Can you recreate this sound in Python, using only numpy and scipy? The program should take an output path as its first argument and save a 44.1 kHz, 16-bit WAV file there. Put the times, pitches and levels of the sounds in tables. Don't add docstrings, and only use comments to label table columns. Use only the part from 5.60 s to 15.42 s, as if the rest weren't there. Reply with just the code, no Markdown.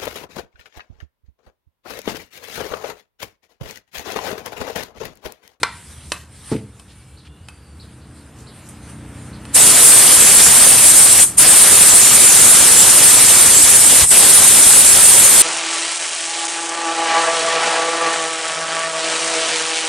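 import sys
import numpy as np
from scipy import signal
from scipy.fft import rfft, irfft, next_fast_len
from scipy.io import wavfile
from scipy.ndimage import uniform_filter1d

SR = 44100
rng = np.random.default_rng(int(sys.argv[2]) if len(sys.argv) > 2 else 0)


def persist_wave(psi):
    counts = np.round(np.clip(psi, -1, 1) * 32767).astype(np.int16)
    wavfile.write(sys.argv[1], SR, np.atleast_2d(counts).T)


N = 433062
TIME = np.arange(N) / SR

# frequency in Hz, spectral level in dB.
HISS_SPECTRUM = [(4000, -26.5), (6000, -17), (7300, -12.5), (8250, -4), (8750, -2), (9050, -2.5),
                 (9550, -3.5), (10500, -9.5), (11500, -14.5), (13000, -21)]


def from_db(db):
    return np.exp(np.asarray(db) * (np.log(10) / 20))


def rms_one(x):
    return x / np.sqrt(np.mean(x ** 2) + 1e-20)


def in_time(rows):
    times, *columns = np.transpose(rows)
    return [np.interp(TIME, times, column) for column in columns]


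def gain_curve(rows):
    return from_db(in_time(rows)[0])


def spectral_gain(spectrum, size):
    hz, db = np.transpose(spectrum)
    bin_hz = np.fft.rfftfreq(size, 1 / SR)
    return from_db(np.interp(np.log(bin_hz + 1), np.log(hz), db))


def drift(rate_hz):
    step, settling = 40, 2000
    pole = np.exp(-2 * np.pi * step * rate_hz / SR)
    white = rng.standard_normal(N // step + settling + 2)
    slow = signal.lfilter([1], [1, -2 * pole, pole * pole], white)[settling:]
    return np.interp(np.arange(N) / step, np.arange(len(slow)), rms_one(slow))


def noise(spectrum, side_db=-4, count=N):
    size = next_fast_len(count, True)
    white = rng.standard_normal((2, size))
    mid, side = irfft(rfft(white) * spectral_gain(spectrum, size), size)[:, :count]
    return (mid + from_db(side_db) * side * [[1], [-1]]) / mid.std()


def swells(rows):
    out = np.zeros(N)
    for centre, width, db in rows:
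        near = np.abs(TIME - centre) < 5 * width
        out[near] += from_db(db) * np.exp(-((TIME[near] - centre) / width) ** 2 / 2)
    return out


def gate(spans, rise_db_per_s, fall_db_per_s):
    below_db = [np.maximum(rise_db_per_s * (start - TIME), fall_db_per_s * (TIME - end))
                for start, end in spans]
    return from_db(-np.clip(np.min(below_db, axis=0), 0, 200))


def impulses(times, levels_db):
    out = np.full(N, 1e-18)
    out[np.round(np.asarray(times) * SR).astype(int)] += from_db(levels_db)
    return out


def ring(force, modes):
    out = 0
    for k, (hz, db, t60) in enumerate(modes):
        radius, angle = from_db(-60 / (t60 * SR)), 2 * np.pi * hz / SR
        mode = signal.lfilter([0, np.sin(angle)], [1, -2 * radius * np.cos(angle), radius ** 2], force)
        out = out + (-1) ** k * from_db(db) * mode
    return out


def fade(force, t60):
    return signal.lfilter([1], [1, -from_db(-60 / (t60 * SR))], force)


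def workshop(x, wet_db, t60):
    # frequency in Hz, spectral level in dB.
    room_spectrum = [(30, -4), (100, 11), (300, -7.5), (650, 0), (1100, 7), (1600, 3), (2300, 3), (3200, 1),
                     (7000, -7), (13000, -2)]
    delay = TIME[:SR]
    tail = noise(room_spectrum, count=SR) * from_db(-60 * delay / t60) * (delay > .004)
    tail = tail / np.sqrt(np.sum(tail ** 2) / 2)
    return x + from_db(wet_db) * signal.fftconvolve(np.atleast_2d(x), tail, axes=1)[:, :N]


def eddies(x, depth_db, life_s, width_hz=340):
    size = 256
    spectra = signal.stft(x, nperseg=size)[2]
    field = rng.standard_normal(spectra.shape[1:])
    span_bins, span_frames = width_hz * size / SR, 2 * life_s * SR / size
    for axis, span in 2 * [(0, span_bins), (1, span_frames)]:
        field = uniform_filter1d(field, max(1, round(span)), axis=axis)
    gain = rms_one(from_db(depth_db * rms_one(field)))
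    return signal.istft(spectra * gain, nperseg=size)[1][:, :N]


def background(shop_db=-48, rumble_db=-47, leak_db=2.5):
    # frequency in Hz, spectral level in dB.
    shop_spectrum = [(25, -28), (75, -3), (120, 0), (300, -18.5), (450, -15.5), (600, -22), (1500, -23),
                     (2100, -31), (2800, -30), (4200, -38), (5600, -42), (9000, -43), (13000, -58)]
    rumble_spectrum = [(30, -38), (55, -11), (76, 2), (100, -14.5), (170, -16.5), (400, -36), (2000, -78)]
    leak_spectrum = [(300, -14), (1500, -2.5), (4000, -4.5), (6500, -8), (8000, -2.5), (9000, 3.5),
                     (10500, -7), (13000, -17)]
    # time in seconds, relative level in dB.
    leak_levels = [(.46, -49), (.66, -61), (.92, -41), (1.06, -56), (1.75, -62.5), (2.45, -56), (3.1, -53),
                   (3.9, -50.5)]
    # centre in seconds, width in seconds, level in dB.
    surges = [(.45, 0.066, -41), (1.84, .03, -50), (2.17, 0.024, -43)]
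    leak = noise(leak_spectrum) * gain_curve(leak_levels) * from_db(leak_db + 1.9 * drift(5.2))
    leak = eddies(leak, depth_db=2.8, life_s=.04)
    rumble = (from_db(rumble_db) + swells(surges)) * noise(rumble_spectrum)
    return from_db(shop_db) * noise(shop_spectrum) + rumble + leak


def engine(rate_wander=0.0061, waver_db=2.5):
    # time in seconds, firing rate in Hz, exhaust level in dB, road level in dB.
    drive = [(0, 30.6, -53, -57), (1.5, 32, -52.5, -69), (2.05, 32.5, -51, -56), (2.25, 31.5, -45.5, -54),
             (3.0, 31.2, -43.5, -47.5), (3.4, 31, -37, -45.5), (3.85, 31, -37, -42.5),
             (5.7, 30.8, -37.5, -38.5), (9.8, 20, -46, -54)]
    # multiple of the firing rate, relative level in dB.
    harmonics = [(2, -5.5), (3, -6.5), (4, 0.5), (5, -8.5), (6, -5.5), (7, -5.5), (8, -13.5), (9, -7),
                 (10, -9.5), (11, -22), (14, -17)]
    firing_hz, exhaust_db, road_db = in_time(drive)
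    phase = 2 * np.pi * np.cumsum(firing_hz * (1 + rate_wander * drift(5.45))) / SR
    exhaust = 0
    for k, db in harmonics:
        exhaust += from_db(db + waver_db * drift(4.5)) * np.sin(k * phase + 2 * np.pi * rng.random())
    # frequency in Hz, spectral level in dB.
    road_spectrum = [(60, -20), (130, -1), (250, 2), (450, -4), (1400, -9), (2800, -16), (5500, -35),
                     (9000, -45)]
    return from_db(exhaust_db) * rms_one(exhaust) + from_db(road_db) * noise(road_spectrum)


def thuds():
    # start in seconds, relative level in dB.
    blows = [(0.0142, -24), (0.52, -28), (0.9164, 0.5), (0.9212, -2), (0.9466, -7), (.961, -9.5)]
    # frequency in Hz, gain in dB, 60 dB decay time in seconds.
    panel_modes = [(112, -20, 0.31), (210, -19.5, 0.13), (237, -14.5, 0.066), (315, -10, 0.11),
                   (382, -24, 0.11), (435, -20, 0.1), (524, -22, 0.09), (644, -34, 0.087), (913, -35, 0.05)]
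    return workshop(ring(impulses(*np.transpose(blows)), panel_modes), wet_db=-4.5, t60=0.33)


def knocks(crack_db=-5, snap_db=-16):
    # start in seconds, level in dB, offsets in dB for snap, tub and stick.
    contacts = [(.032, -3.5, -20, 2, -17), (0.033, -20, -14, -1.5, -18), (0.5194, -7.5, -6, -24, -12),
                (1.197, -34, 2, -25, -11), (1.8857, -29, 1, -4, -4), (3.088, -41, 20, -30, -14),
                (3.297, -40, 10, -30, -12), (3.8524, -30, 2, -6, -8)]
    # frequency in Hz, spectral level in dB.
    crack_spectrum = [(100, -22), (400, -1), (1500, 5.5), (3000, 1), (5000, 2), (7000, -7.5), (9000, -1.5),
                      (13000, -33)]
    # frequency in Hz, gain in dB, 60 dB decay time in seconds.
    tub_modes = [(468, -20, 0.057), (940, -14, 0.044), (1053, -18, 0.055), (1125, -20.5, 0.11),
                 (1365, -6, 0.023), (1550, -16, 0.068), (1810, -17, 0.028), (1895, -18, 0.039),
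                 (2060, -17, .04), (2390, -10, 0.037), (4200, -9, .02)]
    stick_modes = [(970, -6, 0.029), (1720, -23, 0.032), (2590, -3, 0.037), (3120, -2, 0.027),
                   (3230, -31, 0.018), (4530, -55, .015), (5300, -42, .012)]
    starts, level_db, lift_db, tub_db, stick_db = np.transpose(contacts)
    crack = from_db(crack_db) * noise(crack_spectrum) * fade(impulses(starts, level_db), t60=0.024)
    snap = from_db(snap_db) * noise(HISS_SPECTRUM) * fade(impulses(starts, level_db + lift_db), t60=0.09)
    tub = ring(impulses(starts, level_db + tub_db), tub_modes)
    stick = ring(impulses(starts, level_db + stick_db), stick_modes)
    return workshop(crack + snap + tub + stick, wet_db=-10.5, t60=0.34)


def rubs(grain_db=2.5, skirt_db=-14):
    # centre in seconds, width in seconds, level in dB, peak frequency in Hz.
    strokes = [(0.558, 0.056, -45.5, 8000), (0.927, 0.0086, -30.5, 1000), (.925, 0.012, -41, 5050),
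               (0.954, 0.027, -43, 2400), (1.31, 0.024, -52.5, 3600), (1.665, .012, -50, 3000),
               (2.803, 0.029, -53, 7000), (3.082, .025, -50, 8000), (3.87, .02, -51, 1690)]
    out = np.zeros((2, N))
    for centre, width, db, hz in strokes:
        spectrum = [(hz / 10, 2 * skirt_db), (hz / 2, skirt_db / 2), (hz, 0),
                    (hz * 2, skirt_db), (hz * 10, 3 * skirt_db)]
        envelope = swells([(centre, width, db)])
        during = np.flatnonzero(envelope)
        out[:, during] += envelope[during] * noise(spectrum, count=len(during))
    return out * from_db(grain_db * drift(150))


def bird(rasp=0.053, waver=0.018):
    # time from its start in seconds, frequency in Hz, relative level in dB.
    contour = [(0, 4040, -21), (.01, 4150, 12.5), (.02, 4890, 7.5), (.028, 4300, 9), (.045, 3400, 1),
               (.06, 3000, -26)]
    # start in seconds, relative level in dB.
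    chirps = [(1.565, -55), (2.19, -50.5), (2.405, -63), (2.862, -52), (3.724, -53)]
    # start and length in seconds, first and last pitch in Hz, level in dB.
    whistles = [(1.272, .3, 2260, 2350, -61), (1.35, 0.24, 2700, 2700, -62), (1.597, .18, 3430, 3520, -59),
                (1.66, 0.2, 2776, 2920, -59), (1.814, .37, 4780, 4520, -57)]
    hz, contour_db = in_time(contour)
    phase = 2 * np.pi * np.cumsum(hz * (1 + rasp * drift(400))) / SR
    chirp = (from_db(contour_db) * np.sin(phase))[:int(contour[-1][0] * SR)]
    calls = signal.fftconvolve(impulses(*np.transpose(chirps)), chirp)[:N]
    for start, length, first_hz, last_hz, db in whistles:
        progress = np.clip((TIME - start) / length, 0, 1)
        hz = (first_hz + (last_hz - first_hz) * progress) * (1 + waver * drift(150))
        envelope = from_db(db) * np.sqrt(np.abs(np.sin(np.pi * progress)))
        calls += envelope * np.sin(2 * np.pi * np.cumsum(hz) / SR)
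    return workshop(from_db(-3.5) * calls, wet_db=1, t60=.35)


def valve(hiss_hold_s=0.0013, roar_delay_s=0.0096, spurt_s=0.01, spurt_db=-11.5, echo_t60=0.71):
    # full squeeze in seconds, release in seconds, relative hiss level in dB.
    blasts = [(3.949, 5.629, -10.5), (5.782, 8.435, -11), (8.508, 9.9, -10.2)]
    hiss_rise, hiss_fall, roar_rise, roar_fall = 2100, 244, 1100, 600
    hisses = [from_db(db) * gate([(start, end + hiss_hold_s)], hiss_rise, hiss_fall)
              for start, end, db in blasts]
    seeping = from_db(-16) * gate([(8.44, 8.50)], hiss_rise, hiss_fall)
    overshoot = 1 + swells([(start, spurt_s, spurt_db) for start, _, _ in blasts])
    full_flow = [(start + roar_delay_s, end) for start, end, _ in blasts]
    direct = gate(full_flow, roar_rise, roar_fall)
    echo = from_db(-17) * gate(full_flow, roar_rise, 60 / echo_t60)
    return overshoot * np.max(hisses + [seeping], axis=0), np.maximum(direct, echo)


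def blow_gun(roar_db=5.5, hiss_db=1.72, grazing_db=-23):
    # frequency in Hz, spectral level in dB.
    roar_spectrum = [(20, -28), (45, -11), (80, -5), (140, -2.5), (500, -1), (1500, -1), (3900, .5),
                     (5200, -2), (9000, -7.5), (13000, -2)]
    edge_spectrum = [(4500, -20), (5900, 1.5), (6500, 4), (7600, 12), (8400, 0), (10000, -30)]
    # time in seconds, relative level in dB.
    roar_levels = [(3.97, -19.5), (4.25, -18), (4.65, -18), (5.0, -18.5), (5.55, -21), (5.82, -18),
                   (6.4, -18.9), (7.3, -18.5), (7.7, -18), (8.2, -20.5), (8.5, -18), (9.35, -19.5),
                   (9.8, -18.9)]
    # centre in seconds, width in seconds, relative level of the added part in dB.
    flares = [(4.28, 0.034, -12), (4.385, 0.014, -13), (5.265, 0.024, -6), (5.46, 0.022, -14),
              (5.82, 0.018, -19), (6.42, .02, -8), (6.64, .025, -12), (6.82, .08, -13), (8.73, .03, -14),
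              (8.885, 0.0084, -8), (9.08, .025, -14), (9.75, .015, -13)]
    crossings = [(4.62, 0.047, -17.5), (6.46, 0.12, -23), (6.68, 0.042, -26), (7.0, .07, -21),
                 (7.25, 0.054, -17.5), (7.3, 0.17, -23), (8.0, .2, -22), (8.33, .06, -22), (9.3, .15, -24)]
    hiss_gain, roar_gain = valve()
    roar = noise(roar_spectrum, side_db=-1.5) * gain_curve(roar_levels)
    roar *= from_db(roar_db + 0.6 * drift(27))
    hiss = noise(HISS_SPECTRUM, side_db=-1.9) * (1 + swells(flares))
    hiss *= from_db(hiss_db + 1.27 * drift(20.04))
    edge = noise(edge_spectrum, side_db=-2.5) * (from_db(grazing_db) + swells(crossings))
    edge *= from_db(2.5 * drift(9.1))
    whistling = eddies(hiss_gain * hiss + roar_gain * edge, depth_db=2.4, life_s=.026)
    rushing = roar_gain * eddies(roar, depth_db=1.3, life_s=.026)
    return whistling + rushing


def puff(peak_s=8.428, level_db=-20):
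    envelope = from_db(level_db) * gate([(peak_s, peak_s)], rise_db_per_s=2000, fall_db_per_s=550)
    return envelope * noise([(25, -6), (110, 1), (220, -11), (1000, -54)])


def narrow(x):
    # frequency in Hz, side gain in dB.
    width = [(2500, -55), (3800, -74), (4400, -4.5), (6000, -0.5)]
    mid, side = (x[0] + x[1]) / 2, (x[0] - x[1]) / 2
    size = next_fast_len(N, True)
    side = irfft(rfft(side, size) * spectral_gain(width, size), size)[:N]
    return mid + side * [[1], [-1]]


def low_pass(x, hz):
    kernel = signal.firwin(601, hz, fs=SR, window="blackman")
    return signal.fftconvolve(x, kernel[None], "same", axes=1)


def scene():
    return blow_gun() + puff() + knocks() + rubs() + thuds() + engine() + bird() + background()


def record(dry, ceiling=1.196, band_hz=13100, cutoff_hz=15800):
    overloaded = narrow(np.clip(dry, -ceiling, ceiling))
    band_limited = low_pass(overloaded, band_hz)
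    return low_pass(np.clip(band_limited, -1, 1), cutoff_hz)


dry = scene()
out = record(dry)
persist_wave(out)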